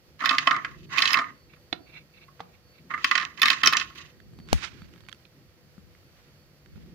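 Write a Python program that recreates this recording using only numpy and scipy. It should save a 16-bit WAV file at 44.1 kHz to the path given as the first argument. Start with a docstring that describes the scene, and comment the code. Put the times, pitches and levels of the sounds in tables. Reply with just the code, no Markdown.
"""Wooden pegs stirred in a bowl

Small turned pegs roll, bounce and clack in a thick wooden bowl on a tray, inside a shelf, as a hand stirs them.
Contacts ring decaying modes plus noise puffs; rolling is gritty noise through the bowl's modes.
Between stirs a peg scrapes into a drilled block; later come one knock on the hand-held camera, cloth and a squeak.
Behind: shaped-noise rumble and hiss, faint wavering tones from a low hum to a very high whine,
and a thin sine whistle that swells and fades."""
import sys
import numpy as np
from scipy import signal
from scipy.fft import rfft, irfft, next_fast_len
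from scipy.io import wavfile
from scipy.ndimage import map_coordinates

SR = 44100
rng = np.random.default_rng(int(sys.argv[2]) if len(sys.argv) > 2 else 0)


def digitize_waveform(pressure):
    """Quantize a signal to 16-bit integers and store it at the path in sys.argv[1].

    Rows of a 2-D input are taken as channels; values are limited to [-1, 1].
    """
    field = np.atleast_2d(pressure).T
    bounded = np.clip(field, -1, 1)
    quanta = np.round(bounded * 32767).astype(np.int16)
    wavfile.write(sys.argv[1], SR, quanta)


N = 306263

# signs of the left and right ports
SIDES = np.array([[1], [-1]])


def amp(db):
    """Amplitude factor of a level in dB."""
    return 10 ** (np.asarray(db) / 20)


def unit(x):
    """Scale to rms 1."""
    return x / np.sqrt(np.mean(x ** 2) + 1e-20)


def along(points, hz):
    """Interpolate (hz, value) points on a log frequency axis."""
    point_hz, value = np.transpose(points)
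    return np.interp(np.log(hz + 1), np.log(point_hz + 1), value)


def curves(rows, outside=-120):
    """One value per sample for each column after the time."""
    s, *columns = np.transpose(rows)
    t = np.arange(N) / SR
    return [np.interp(t, s, column, outside, outside) for column in columns]


def wobble(rate):
    """Smooth random curve, rate knots per second."""
    knots = rng.standard_normal(int(N * rate / SR) + 4)
    return map_coordinates(knots, [np.arange(N) * rate / SR])


def strokes(rows, rise, fall):
    """Summed gain of (start_s, hold_s, level_db) strokes; rise and fall in dB per s."""
    t = np.arange(N) / SR
    total = 0
    for s, hold, db in rows:
        before_s, after_s = np.clip(s - t, 0, 1), np.clip(t - s - hold, 0, 1)
        total = total + amp(db - rise * before_s - fall * after_s)
    return total


def filtered(x, response):
    """Multiply the spectrum by a complex response of frequency."""
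    m = next_fast_len(x.shape[-1] + SR // 4)
    return irfft(rfft(x, m) * response(np.fft.rfftfreq(m, 1 / SR)), m)[..., :x.shape[-1]]


def resonances(peaks):
    """Causal response of (hz, width_hz, level_db) resonances in alternating sign."""
    def response(f):
        total = 0
        for k, (centre, width, db) in enumerate(peaks):
            damping = 1j * f * width
            total = total + (-1) ** k * amp(db) * damping / (centre * centre - f * f + damping)
        return total
    return response


def soft(x, edge_hz):
    """Low-pass: a soft contact drives little above the edge."""
    return filtered(x, lambda f: 1 / (1 + 1.2j * f / edge_hz - (f / edge_hz) ** 2) ** 2)


# likeness of left and right: hz, likeness (1 same, -1 opposite)
LIKENESS = [(60, 0.24), (180, 1), (550, 0.93), (1650, 0.13), (4970, -0.43), (15000, -0.51)]


def paired(pair, colour):
    """Mix two unrelated signals to left and right with a set likeness per frequency; rms 1."""
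    def response(hz):
        turn = np.arccos(np.clip(along(LIKENESS, hz), -1, 1)) / 2
        return colour(hz) * [np.cos(turn), np.sin(turn)]
    mid, side = filtered(pair, response)
    return unit(np.array([mid + side, mid - side]))


def grit(spread_db, clump_db):
    """Noise of unequal micro-contacts that come in clumps."""
    sizes = amp(spread_db * rng.exponential(size=N) + clump_db * wobble(70))
    return sizes * rng.standard_normal((2, N))


def puff(t, attack, t60):
    """Dying noise burst, partly shared by the ports; attack and t60 in s."""
    noise = rng.standard_normal((3, len(t)))
    envelope = amp(-60 * t / t60) * (1 - np.exp(-t / attack))
    return (noise[:2] + 1.136 * noise[2]) * envelope


def ring(modes, t, attack, scatter_db=3, detune=0.013):
    """Decaying (hz, level_db, t60_s) modes, scattered in level and pitch, and in port phase at high pitch."""
    hz, db, t60 = np.transpose(modes)[:, :, None, None]
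    draw = rng.standard_normal((4, len(modes), 2, 1))
    phase = draw[0] * np.clip(hz / 2500, 0, 3)
    level = db + scatter_db * draw[1][:, :1] + 2.7 * draw[2]
    hz = hz * (1 + detune * draw[3][:, :1])
    partials = amp(level - 60 * t / t60) * np.sin(2 * np.pi * hz * t + phase)
    return np.sum(partials, axis=0) * (1 - np.exp(-t / attack))


def add(track, s, sound):
    """Mix a sound in at s seconds."""
    track[:, round(s * SR):][:, :sound.shape[1]] += sound


def panned(db, left_right_db):
    """Left and right gains; the level difference is split between the ports."""
    return amp(db + SIDES * left_right_db / 2)


# spectra of deep rumble, boom and hiss: hz, relative_db_per_hz
DEEP = [(12, -70), (20, -32.5), (35, -25.5), (54, 3.5), (110, -1.5), (140, -38.5), (240, -120)]
BOOM = [(65, -45.5), (110, -5), (150, -1.5), (274, -11.5), (355, -7.5), (450, -20.5), (580, -49),
        (990, -120)]
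AIR = [(240, -39), (400, -10), (439, -11), (490, -14), (547, -5), (929, -14), (1310, -11.5), (1460, -12.5),
       (2230, -13), (3840, -16.5), (4560, -12.5), (8390, -25.5), (14300, -21.5), (15900, -37.5),
       (16700, -52)]
# low boom, louder while the tray is stirred: time_s, level_db
BOOM_LEVEL = [(0.0, -60), (0.23, -60.5), (0.37, -53), (1.16, -53.5), (1.31, -61.5), (1.55, -64),
              (1.87, -60.5), (2.72, -62), (3.07, -57), (3.52, -56.5), (3.61, -52), (4.08, -59),
              (4.52, -53.5), (5.41, -63.5), (6.67, -61.5), (6.94, -52.5)]
# faint wavering tones, from a low hum to a very high whine: hz, level_db, width_hz
WAVERING_TONES = [(147.7, -68.5, 2.7), (493.5, -70.5, 16), (1880, -81.5, 4), (13824, -87, 20),
                  (14696, -87, 20)]
# whistle swells: start_s, hold_s, level_db
WHISTLE_SWELLS = [(0.03, .03, -83), (1.38, 0.071, -71.5), (1.6, .09, -81), (1.83, 0.046, -67.5),
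                  (2.15, 0.11, -78.5), (2.41, .01, -70.5), (2.66, 0.11, -81), (4.2, 0.042, -80),
                  (4.4, 0.1, -66.5), (4.82, 0.0078, -64), (5.05, 0.089, -70.5)]
AIR_DB, DEEP_DB = -64.5, -64
DEEP_SHAKEN_DB = -5.5  # relative to the shaking level
WHISTLE_HZ, WHISTLE_DB, WHISTLE_WAVER_DB = 4478, -81, 5
SWELL_RISE_DB_PER_S, SWELL_FALL_DB_PER_S = 290, 320


def room():
    """Room tone: shaped-noise rumble and hiss, narrow-band noise tones, a phase-wavering sine whistle."""
    def noise(spectrum):
        return paired(rng.standard_normal((2, N)), lambda hz: amp(along(spectrum, hz)))

    deep_gain = amp(DEEP_DB) + amp(DEEP_SHAKEN_DB + curves(SHAKE)[0])
    deep = deep_gain * amp(1.8 * wobble(29)) * noise(DEEP)
    boom = amp(curves(BOOM_LEVEL)[0] + 2.3 * wobble(16)) * noise(BOOM)
    hiss = amp(AIR_DB + 0.8 * wobble(14)) * noise(AIR)
    tones = 0
    for hz, db, width in WAVERING_TONES:
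        tones = tones + amp(db) * paired(rng.standard_normal((2, N)), resonances([(hz, width, 0)]))

    steady = amp(WHISTLE_DB + WHISTLE_WAVER_DB * wobble(9.3))
    swells = strokes(WHISTLE_SWELLS, SWELL_RISE_DB_PER_S, SWELL_FALL_DB_PER_S)
    phase = 2 * np.pi * WHISTLE_HZ * np.arange(N) / SR + 0.4 * wobble(14) + 0.49 * SIDES
    whistle = np.sqrt(2) * (steady + swells) * amp(2.5 * SIDES) * np.sin(phase)
    return deep + boom + hiss + tones + whistle


# decay of the shelf and room: hz, t60_s
SHELF = [(300, 0.51), (2000, 0.15), (6000, 0.11), (14000, 0.067)]


def shelf(x):
    """Shelf and room answer: noise tail whose frequencies die at their own speeds."""
    hz, t, z = signal.stft(rng.standard_normal((2, SR // 3)), SR, nperseg=256)
    decay = amp(-60 * t / along(SHELF, hz)[:, None])
    tail = signal.istft(z * decay, SR, nperseg=256)[1]
    return signal.fftconvolve(x, tail / np.linalg.norm(tail[0]), axes=1)[:, :N]


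# shaking of the camera by the grip: time_s, level_db
SHAKE = [(0, -74.5), (.6, -73), (.72, -50.5), (1.2, -74.5), (3.5, -76), (4.1, -65), (4.4, -51), (4.7, -56),
         (4.83, -49.5), (5, -58.5), (5.3, -85.5), (5.8, -61), (6.6, -81), (6.75, -47.5), (6.94, -56)]
# its spectrum: hz, relative_db_per_hz
JOLT = [(20, -28), (50, -4.5), (90, 1), (150, -2.5), (250, -9.5), (450, -21), (900, -60.5)]


def shaking():
    """The grip shakes the camera: low noise of opposite sign in the two ports."""
    jolts = filtered(rng.standard_normal(N), lambda hz: amp(along(JOLT, hz)))
    return SIDES * amp(curves(SHAKE)[0] + 1.8 * wobble(16)) * unit(jolts)


# skin and cloth: time_s, level_db, left_right_db (clipped to +-25, before an offset)
BRUSH = [(4.16, -75.5, -1), (4.456, -80, -9), (4.502, -57.5, -26), (4.54, -39, 3), (4.56, -43.5, -6),
         (4.616, -48, -22), (4.648, -40.5, -41), (4.69, -59.5, -24), (4.77, -62, -15), (5.06, -72, -7.5),
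         (5.7, -81.5, -2), (6.0, -76, 8.5), (6.25, -64.5, -5), (6.45, -81, -3), (6.68, -82, -5.5),
         (6.77, -64.5, -5.5), (6.94, -72, -4.5)]
# their spectrum: hz, relative_db_per_hz
CLOTH = [(180, -55), (300, -38), (587, -15.5), (1290, -3), (2480, -2.5), (5740, -11.5), (13700, -38),
         (14900, -37), (16500, -66)]


def brushing():
    """Skin and cloth slide close to one port or the other: gritty shaped noise."""
    db, pan_db = curves(BRUSH)
    friction = paired(grit(2.1, 2), lambda hz: amp(along(CLOTH, hz)))
    return panned(db, np.clip(pan_db, -25, 25) + 6.5) * friction


# fingers on camera and tray: time_s, relative_db, pitch_hz, relative_thud_db, left_right_db (before an offset)
TICKS = [(4.202, -53, 1700, -6.5, -21), (4.335, -53.5, 677, 9, 9), (4.351, -64, 1310, 8, 6.5),
         (4.388, -44, 714, 0, -2), (4.4, -47, 750, 9, -4), (4.475, -46, 990, -17, -5),
         (4.487, -40.5, 2180, -17, -18), (4.819, -43.5, 1280, 1, -7), (4.844, -53, 1640, -1, -8),
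         (4.937, -50.5, 3000, -12, -23), (4.96, -46, 1160, -5, -1), (4.978, -52, 1310, 6, -7),
         (5.006, -52, 1420, -8, -25), (5.036, -53, 2740, -14, -14), (5.051, -55, 3030, -22, -16),
         (5.065, -52, 3600, -15, -11), (5.086, -35.5, 1090, -19, -15.5), (5.093, -41.5, 3820, -21, -24),
         (5.116, -46.5, 3300, -35, -13), (5.127, -38.5, 3260, -29, -22.5), (5.146, -48, 1370, -24, -18),
         (5.78, -52, 1330, 10, 0.5), (5.95, -52, 1990, -11.5, -8.5), (6.66, -53.5, 2060, -17.5, -20),
         (6.759, -50, 1314, 6, -2.5), (6.778, -54.5, 790, 13.5, -1.5), (6.863, -54.5, 1300, -2, -1)]


def ticks():
    """Dry finger ticks: a dull click of a few cycles over a small thud."""
    track, clicks = np.zeros((2, 2, N + SR))
    t = np.arange(SR // 12) / SR
    for s, db, hz, thud_db, pan_db in TICKS:
        gain = panned(db + 3.5, pan_db + 4)
        add(track, s, gain * ring([(hz, -4, .008), (190, thud_db, .05)], t, 0.00026))
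        add(clicks, s, gain * puff(t, 0.00051, 0.013))
    click_colour = resonances([(1450, 730, 3.5), (3520, 2800, -3.5), (10800, 6000, -25)])
    return (track + filtered(clicks, click_colour))[:, :N]


# blow on the camera: time_s, relative_click_db, relative_swing_db
KNOCK = [(4.5296, -1, -15.5)]
# camera body modes: hz, relative_db, t60_s
CASE = [(62, 0.5, 0.46), (97.6, -9, 0.17), (144.5, 0, .12), (221, -3, 0.069), (265, 0.5, 0.048)]


def knock():
    """Blow on the camera: click reaches the right port first, then the body swings until the hand damps it."""
    track = np.zeros((2, N + SR))
    t = np.arange(SR // 5) / SR
    click_modes = [(450, -13, .008), (650, -7, .007), (850, -5, .007), (1100, -5, .006),
                   (1500, -7, .006), (2800, -11, .007), (4500, -12, .005)]
    for s, db, swing_db in KNOCK:
        bursts = amp(-6.5) * puff(t, 0.00046, 0.0078) + amp(-39.5) * puff(t, 0.00082, 0.23)
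        click = soft(bursts, 7900) + ring(click_modes, t, .0003, scatter_db=1)
        click[0] = np.roll(click[0], 14)  # left delay, samples
        hand_damping = 1 / (1 + (t / 0.044) ** 6)
        swing = ring(CASE, t, 0.0012, scatter_db=2.5, detune=0).mean(axis=0) * hand_damping
        add(track, s, amp(db) * click + amp(swing_db) * swing * np.array([[1.3], [-.7]]))
    return track[:, :N]


# peg scraping in its hole: start_s, hold_s, level_db
FITTING = [(1.528, .01, -62.5), (1.745, 0.0068, -65), (1.875, .01, -55), (1.945, .035, -45),
           (2.17, 0.065, -54.5), (2.42, 0.0063, -59), (2.5, 0.0046, -67), (2.548, 0.0054, -67.5),
           (2.745, .04, -63)]
# resonances of the hole: hz, width_hz, relative_db
HOLE = [(1790, 150, -10), (2270, 130, -2), (2720, 100, 0), (3530, 100, -12), (4130, 110, -6)]
SCRAPE_RISE_DB_PER_S, SCRAPE_FALL_DB_PER_S = 400, 540


def fitting():
    """A peg scrapes into the block: grit coloured by the hole's air and wood."""
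    scrape = paired(grit(2.8, 4.7), resonances(HOLE + [(1750, 2400, -14)]))
    return strokes(FITTING, SCRAPE_RISE_DB_PER_S, SCRAPE_FALL_DB_PER_S) * soft(scrape, 5200)


# taps on block and tray, and one short squeak at 5.252 s, all levels relative:
# time_s, level_db, pitch_hz, thud_db, left_right_db (before an offset), block_db
TAPS_AND_SQUEAK = [(1.536, -39, 1797, -30, -9, -22.5), (1.727, -17.5, 4170, -25, -12.5, 5),
                   (2.395, -33, 1354, -21.5, -6.5, -21.5), (2.404, -21.5, 1160, -22, -8.5, -32.5),
                   (5.252, -39, 3600, -28, -12, -29.5)]
# drilled block modes: hz, relative_db, t60_s
BLOCK = [(317, -9, .03), (700, -10, .02), (1417, -5, .018), (1900, -7, .014), (2208, -6, .014),
         (2552, -2, .016), (3565, -6, .012), (4146, 0, .018), (5500, -12, .01)]


def taps_and_squeak():
    """Taps and a short squeak: block modes, a blunt cluster at the event's pitch, a thud and a noise click."""
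    track = np.zeros((2, N + SR))
    t = np.arange(SR // 6) / SR
    for s, db, hz, thud_db, pan_db, block_db in TAPS_AND_SQUEAK:
        cluster = [(hz, -6, .018), (.7 * hz, -8, .018), (.86 * hz, -9, .015),
                   (1.14 * hz, -9, .015), (1.42 * hz, -10, .015)]
        thud = [(182.7, thud_db + 0.5, 0.16), (293, thud_db + 2, 0.039), (483, thud_db + 8.5, 0.064)]
        block = amp(block_db) * ring(BLOCK, t, 0.0012, scatter_db=2.5)
        pitched = ring(cluster + thud, t, 0.00031)
        click = amp(-7) * puff(t, 0.0017, 0.029)
        add(track, s, panned(db - 4.5, pan_db + 5.5) * (block + pitched + click))
    return soft(track, 4320)[:, :N]


# one table per stir: time_s, low_modes_db, upper_modes_db
ROLLS = [
    [(0.185, -77, -71), (0.205, -38, -48.5), (0.25, -33.5, -40), (0.36, -38.5, -45), (0.46, -39, -43.5),
     (0.58, -39, -55.5), (0.68, -50.5, -60.5), (0.77, -59, -62), (0.86, -70.5, -62.5)],
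    [(0.89, -56, -64.5), (0.932, -32, -37), (0.965, -31, -40.5), (1.07, -33.5, -31), (1.12, -31.5, -33),
     (1.235, -37, -53.5), (1.27, -45.5, -57.5), (1.42, -77.5, -80)],
    [(2.89, -77.5, -74), (2.906, -36, -52), (2.925, -42.5, -56.5), (2.955, -46, -61.5),
     (3.03, -48.5, -48.5), (3.09, -49, -40), (3.14, -42.5, -40.5), (3.245, -40, -47.5), (3.365, -62, -68)],
    [(3.367, -63, -62), (3.385, -38.5, -47.5), (3.407, -51, -51), (3.5, -38, -32.5), (3.55, -38, -39),
     (3.62, -45.5, -48.5)],
    [(3.63, -42, -45.5), (3.7, -45.5, -35), (3.75, -29, -39.5), (3.825, -41, -39), (3.865, -54.5, -49.5),
     (3.945, -64, -61.5)],
    [(3.95, -62, -50.5), (3.98, -47, -45), (4.1, -62, -62.5), (4.17, -79, -89.5)],
]


def stirring():
    """Gains of the low and upper modes, summed over the stirs; near silence between them."""
    return sum(amp(curves(rows)) for rows in ROLLS)


# bowl modes: hz, relative_db, t60_s
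BOWL = [(270, -20, .05), (400, -28, .04), (680, -21, .05), (1095, -4, .055), (1210, -3, .055),
        (1305, -6, .05), (1445, -8, .04), (1680, -6, .04), (1825, -2, .045), (2035, -4, .04),
        (2575, -2, .036), (3085, -4, .032), (3510, -8, .022), (4010, -8, .022), (4450, -10, .02),
        (5100, -11, .018), (5400, -12, .018)]


def rolling():
    """Rolling, sliding pegs feed the bowl's modes with a stream of tiny contacts."""
    peaks = [(hz, 7.4 / t60, db) for hz, db, t60 in BOWL]
    low_peaks = [p for p in peaks if 900 < p[0] < 2300]
    high_peaks = [p for p in peaks if p[0] > 2300] + [(6400, 1000, -13)]
    low = soft(paired(grit(2.5, 2.5), resonances(low_peaks)), 4000)
    high = soft(paired(grit(2.5, 2.5), resonances(high_peaks)), 7500)
    fizz = paired(grit(2.5, 2.5), lambda f: resonances([(12000, 5000, 0)])(f) ** 2)
    low_gain, upper_gain = stirring()
    return low_gain * low + upper_gain * (high + amp(-26) * fizz)


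# contacts in the bowl, all levels relative:
# time_s, level_db, low_ring_db, peg_pitch_hz, upper_ring_db, crack_db, left_right_db (before an offset)
CLACKS = [(0.1918, -31, -16, 2250, -12, -37, -7), (0.205, -22.5, -17, 2000, -13.5, -49.5, -26),
          (0.2188, -15, -2.5, 1980, -20.5, -45, 0), (0.2386, -18.5, 4.5, 2840, -8.5, -38.5, -4),
          (0.2484, -18.5, -14.5, 1950, -5, -29, -17), (0.2569, 0, -23, 2060, -10.5, -37, -10),
          (0.2725, -12.5, -4, 2020, -11.5, -44.5, -5), (0.2915, -8.5, -12.5, 4110, -0.5, -49.5, -15.5),
          (0.3082, -6, -2.5, 3310, -6.5, -42, -3.5), (0.3276, -15, 1.5, 3720, -10.5, -33.5, -8.5),
          (0.3383, -15, -5, 2610, -18.5, -54, -10.5), (0.3484, -23, 6.5, 2090, 0, -32, -2),
          (0.3823, -0.5, -20.5, 2040, -4.5, -43.5, -3.5), (0.4091, -29, -1, 2000, -9, -46.5, 6.5),
          (0.4713, 0, -7, 2000, -9, -49, -9), (0.4883, -18, -2, 2600, -35, -52.5, -5.5),
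          (0.4985, -21.5, -19, 1980, -23, -64, -3), (0.5093, -3.5, -5.5, 2860, -13.5, -53.5, -10),
          (0.5274, -24, 3.5, 2730, -12, -55, 15.5), (0.5425, -15.5, -4.5, 1990, -17, -52, -11.5),
          (0.5504, -18.5, -37, 2000, -36, -58, -14.5), (0.563, -12, -8, 2010, -13, -55, -3),
          (0.6467, -4, -19, 2070, -20.5, -62, -5), (0.711, -32, -9.5, 2400, -12.5, -38, -4.5),
          (0.974, -18, -1.5, 2080, -1, -28.5, -11), (0.9819, -15.5, -15.5, 2440, 8, -29.5, -9.5),
          (0.9885, -8, -11, 2560, -2, -29.5, -5.5), (1.0021, -11, -3, 2820, -6.5, -30.5, -4),
          (1.0203, -2.5, -14, 4150, -1, -35.5, -5), (1.0329, -5, -9.5, 2600, -28, -46.5, -1.5),
          (1.0545, -13.5, -38, 4020, 7.5, -43, -4), (1.075, -14.5, -34, 3000, 3.5, -32.5, -9),
          (1.0878, -24, -69, 4270, 2.5, -30, -1.5), (1.1048, -15.5, -19, 5000, -5, -39.5, -20.5),
          (1.1145, -14.5, -5, 2010, -15.5, -27, -7), (1.1307, -4.5, -13.5, 5100, -5.5, -24.5, -6),
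          (1.1411, 2.5, -21, 2060, -14, -36.5, -10), (1.1501, -17.5, 5.5, 2100, -21.5, -71.5, -9.5),
          (1.1706, -5.5, -4.5, 1970, -13, -57.5, -7.5), (1.1875, -6, -4.5, 2000, -11.5, -47.5, -7),
          (1.1948, -11, -6, 1930, -24, -54, -6), (1.2144, -22, 6.5, 2000, -41, -51.5, -4.5),
          (1.2419, -17, -21.5, 2040, -51, -54.5, -9.5), (1.562, -40, -10, 1940, -17.5, -27, -2),
          (2.2816, -41, -3.5, 4430, -27.5, -34, -2), (2.9098, -17, -7.5, 2000, -69, -51.5, -11),
          (2.9381, -7, -12.5, 2000, -49, -65, -8.5), (2.9762, -17, -11, 2670, -33.5, -43, -9),
          (3.043, -1, -15, 2340, -3.5, -37, 2.5), (3.1116, 2.5, -15, 2580, -11, -45, -4.5),
          (3.1524, -4.5, -12, 2450, -6.5, -48.5, -12.5), (3.1772, -2, -16.5, 2620, -9, -53.5, -9.5),
          (3.1981, -8, -17, 2430, -12.5, -50, -6.5), (3.2104, -12, -14, 2030, -11.5, -51, -13),
          (3.2217, -18, -22.5, 2860, -10, -58, -13), (3.2274, -13.5, -5.5, 2860, -12, -61.5, -4),
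          (3.3747, -37.5, -20.5, 2460, 2.5, -51.5, -18.5), (3.3958, -28.5, -27.5, 4300, -4.5, -19.5, -12),
          (3.4173, -0.5, -15, 3530, -5, -22, -3.5), (3.43, 2, -12.5, 2560, -5.5, -43.5, -4.5),
          (3.4507, -8.5, -10, 3150, -13.5, -37, 1), (3.4558, 1, -20.5, 3690, -4.5, -37.5, -1),
          (3.4679, -15, -12, 2050, -4.5, -36.5, -3), (3.476, -4.5, -16.5, 3560, -12, -37.5, 3),
          (3.4818, -5.5, -18, 2560, -5, -31.5, -11), (3.5013, -2.5, -13, 3730, -2, -30.5, -7),
          (3.5141, -8.5, -7.5, 2500, -6.5, -38, -2), (3.5301, -5.5, -23.5, 4250, -10.5, -52.5, -6.5),
          (3.6145, -25, -14, 2510, -9, -37.5, -14), (3.6331, -0.5, -9.5, 2210, -5, -38, -5.5),
          (3.6477, -14, -11, 3900, 0, -26.5, -7), (3.6589, -2, -11, 5880, -6, -28, -5.5),
          (3.6722, -0.5, -10, 5370, 0.5, -30.5, -3), (3.6863, -17.5, -9.5, 2540, -20, -28.5, -3.5),
          (3.725, -8, -5, 1990, -6, -26.5, -2.5), (3.7332, -8.5, -51.5, 2620, -1.5, -34.5, -10),
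          (3.7683, -7.5, -12, 5800, 3, -38, -4), (3.7978, -17.5, -12, 4640, 3.5, -40.5, -8.5),
          (3.812, -12, -12.5, 3180, -9, -40, -9.5), (3.8995, -34, -0.5, 1930, -6.5, -29, -5),
          (3.955, -31.5, -18, 2320, -9, -23.5, -9.5)]


def clacks():
    """Contacts ring bowl and peg; modes too close to tell apart sound as dying noise."""
    track, low, middle, upper, treble = np.zeros((5, 2, N + SR))
    t = np.arange(SR // 8) / SR
    hz, level, t60 = np.transpose(BOWL)
    for s, db, low_db, peg_hz, upper_db, crack_db, pan_db in CLACKS:
        # tilt: where and how hard it lands
        tilt_points = [(1400, low_db + 11.5), (1650, 0.0053), (2100, 0.0021), (2500, upper_db + 5.5)]
        bowl_modes = np.transpose([hz, level + along(tilt_points, hz), t60])
        peg_modes = [(peg_hz, upper_db + 7, .018), (.83 * peg_hz, upper_db + 2, .015),
                     (1.23 * peg_hz, upper_db + 2, .012)]
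        bowl = ring(bowl_modes, t, 0.0036, detune=.005)
        peg = ring(peg_modes, t, .0008)
        gain = panned(db - 13, pan_db + 6)
        add(track, s, gain * (bowl + peg))
        add(low, s, gain * amp(low_db + 3) * puff(t, .002, 0.081))
        add(middle, s, gain * amp(8.5) * puff(t, 0.00065, 0.039))
        add(upper, s, gain * amp(upper_db + 11.5) * puff(t, 0.0012, 0.022))
        add(treble, s, gain * amp(crack_db + 20) * puff(t, 0.0023, 0.026))

    low = filtered(low, resonances([(1260, 340, 0.0033)]))
    middle = filtered(middle, lambda f: resonances([(1880, 600, 0)])(f) ** 2)
    upper = filtered(upper, resonances([(2510, 960, -0.5), (4250, 1800, 0), (5730, 500, -3), (6580, 170, -9.5)]))
    crack = filtered(treble, lambda f: resonances([(9800, 2500, -2), (12500, 4000, 0)])(f) ** 2)

    def wall(f):  # the thick wall hardly radiates below its first mode
        ratio = f / 950
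        return ((1j * ratio) ** 2 / (1 + 1.1j * ratio - ratio ** 2)) ** 2

    dense = filtered(low + middle + upper, wall)
    return (soft(track + dense, 8300) + crack)[:, :N]


def scene():
    """Sum all sources; the clacks, taps and squeak also excite the shelf."""
    bowl, block = clacks(), taps_and_squeak()
    background = room() + shaking() + brushing() + ticks() + knock()
    answer = shelf(amp(-10) * bowl + amp(-11.5) * block)
    return background + answer + fitting() + rolling() + bowl + block


# difference of the two microphone ports: hz, left_right_db
PORTS = [(60, -1.5), (130, 0), (290, 1), (640, 1.5), (1410, -6.5), (3100, -7), (6820, -4.5), (15000, 12)]
TOP_HZ = 16100


def record(dry):
    """Colour each port, cut below 40 Hz, round off the highest peaks, band-limit."""
    def port_response(hz):
        return amp(SIDES * along(PORTS, hz) / 2) * hz ** 4 / (hz ** 4 + 40 ** 4)
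    ports = filtered(dry, port_response)
    rounded = ports / (1 + np.abs(ports / .98) ** 6) ** (1 / 6)
    return filtered(rounded, lambda hz: hz < TOP_HZ)


dry = scene()
out = record(dry)
digitize_waveform(out)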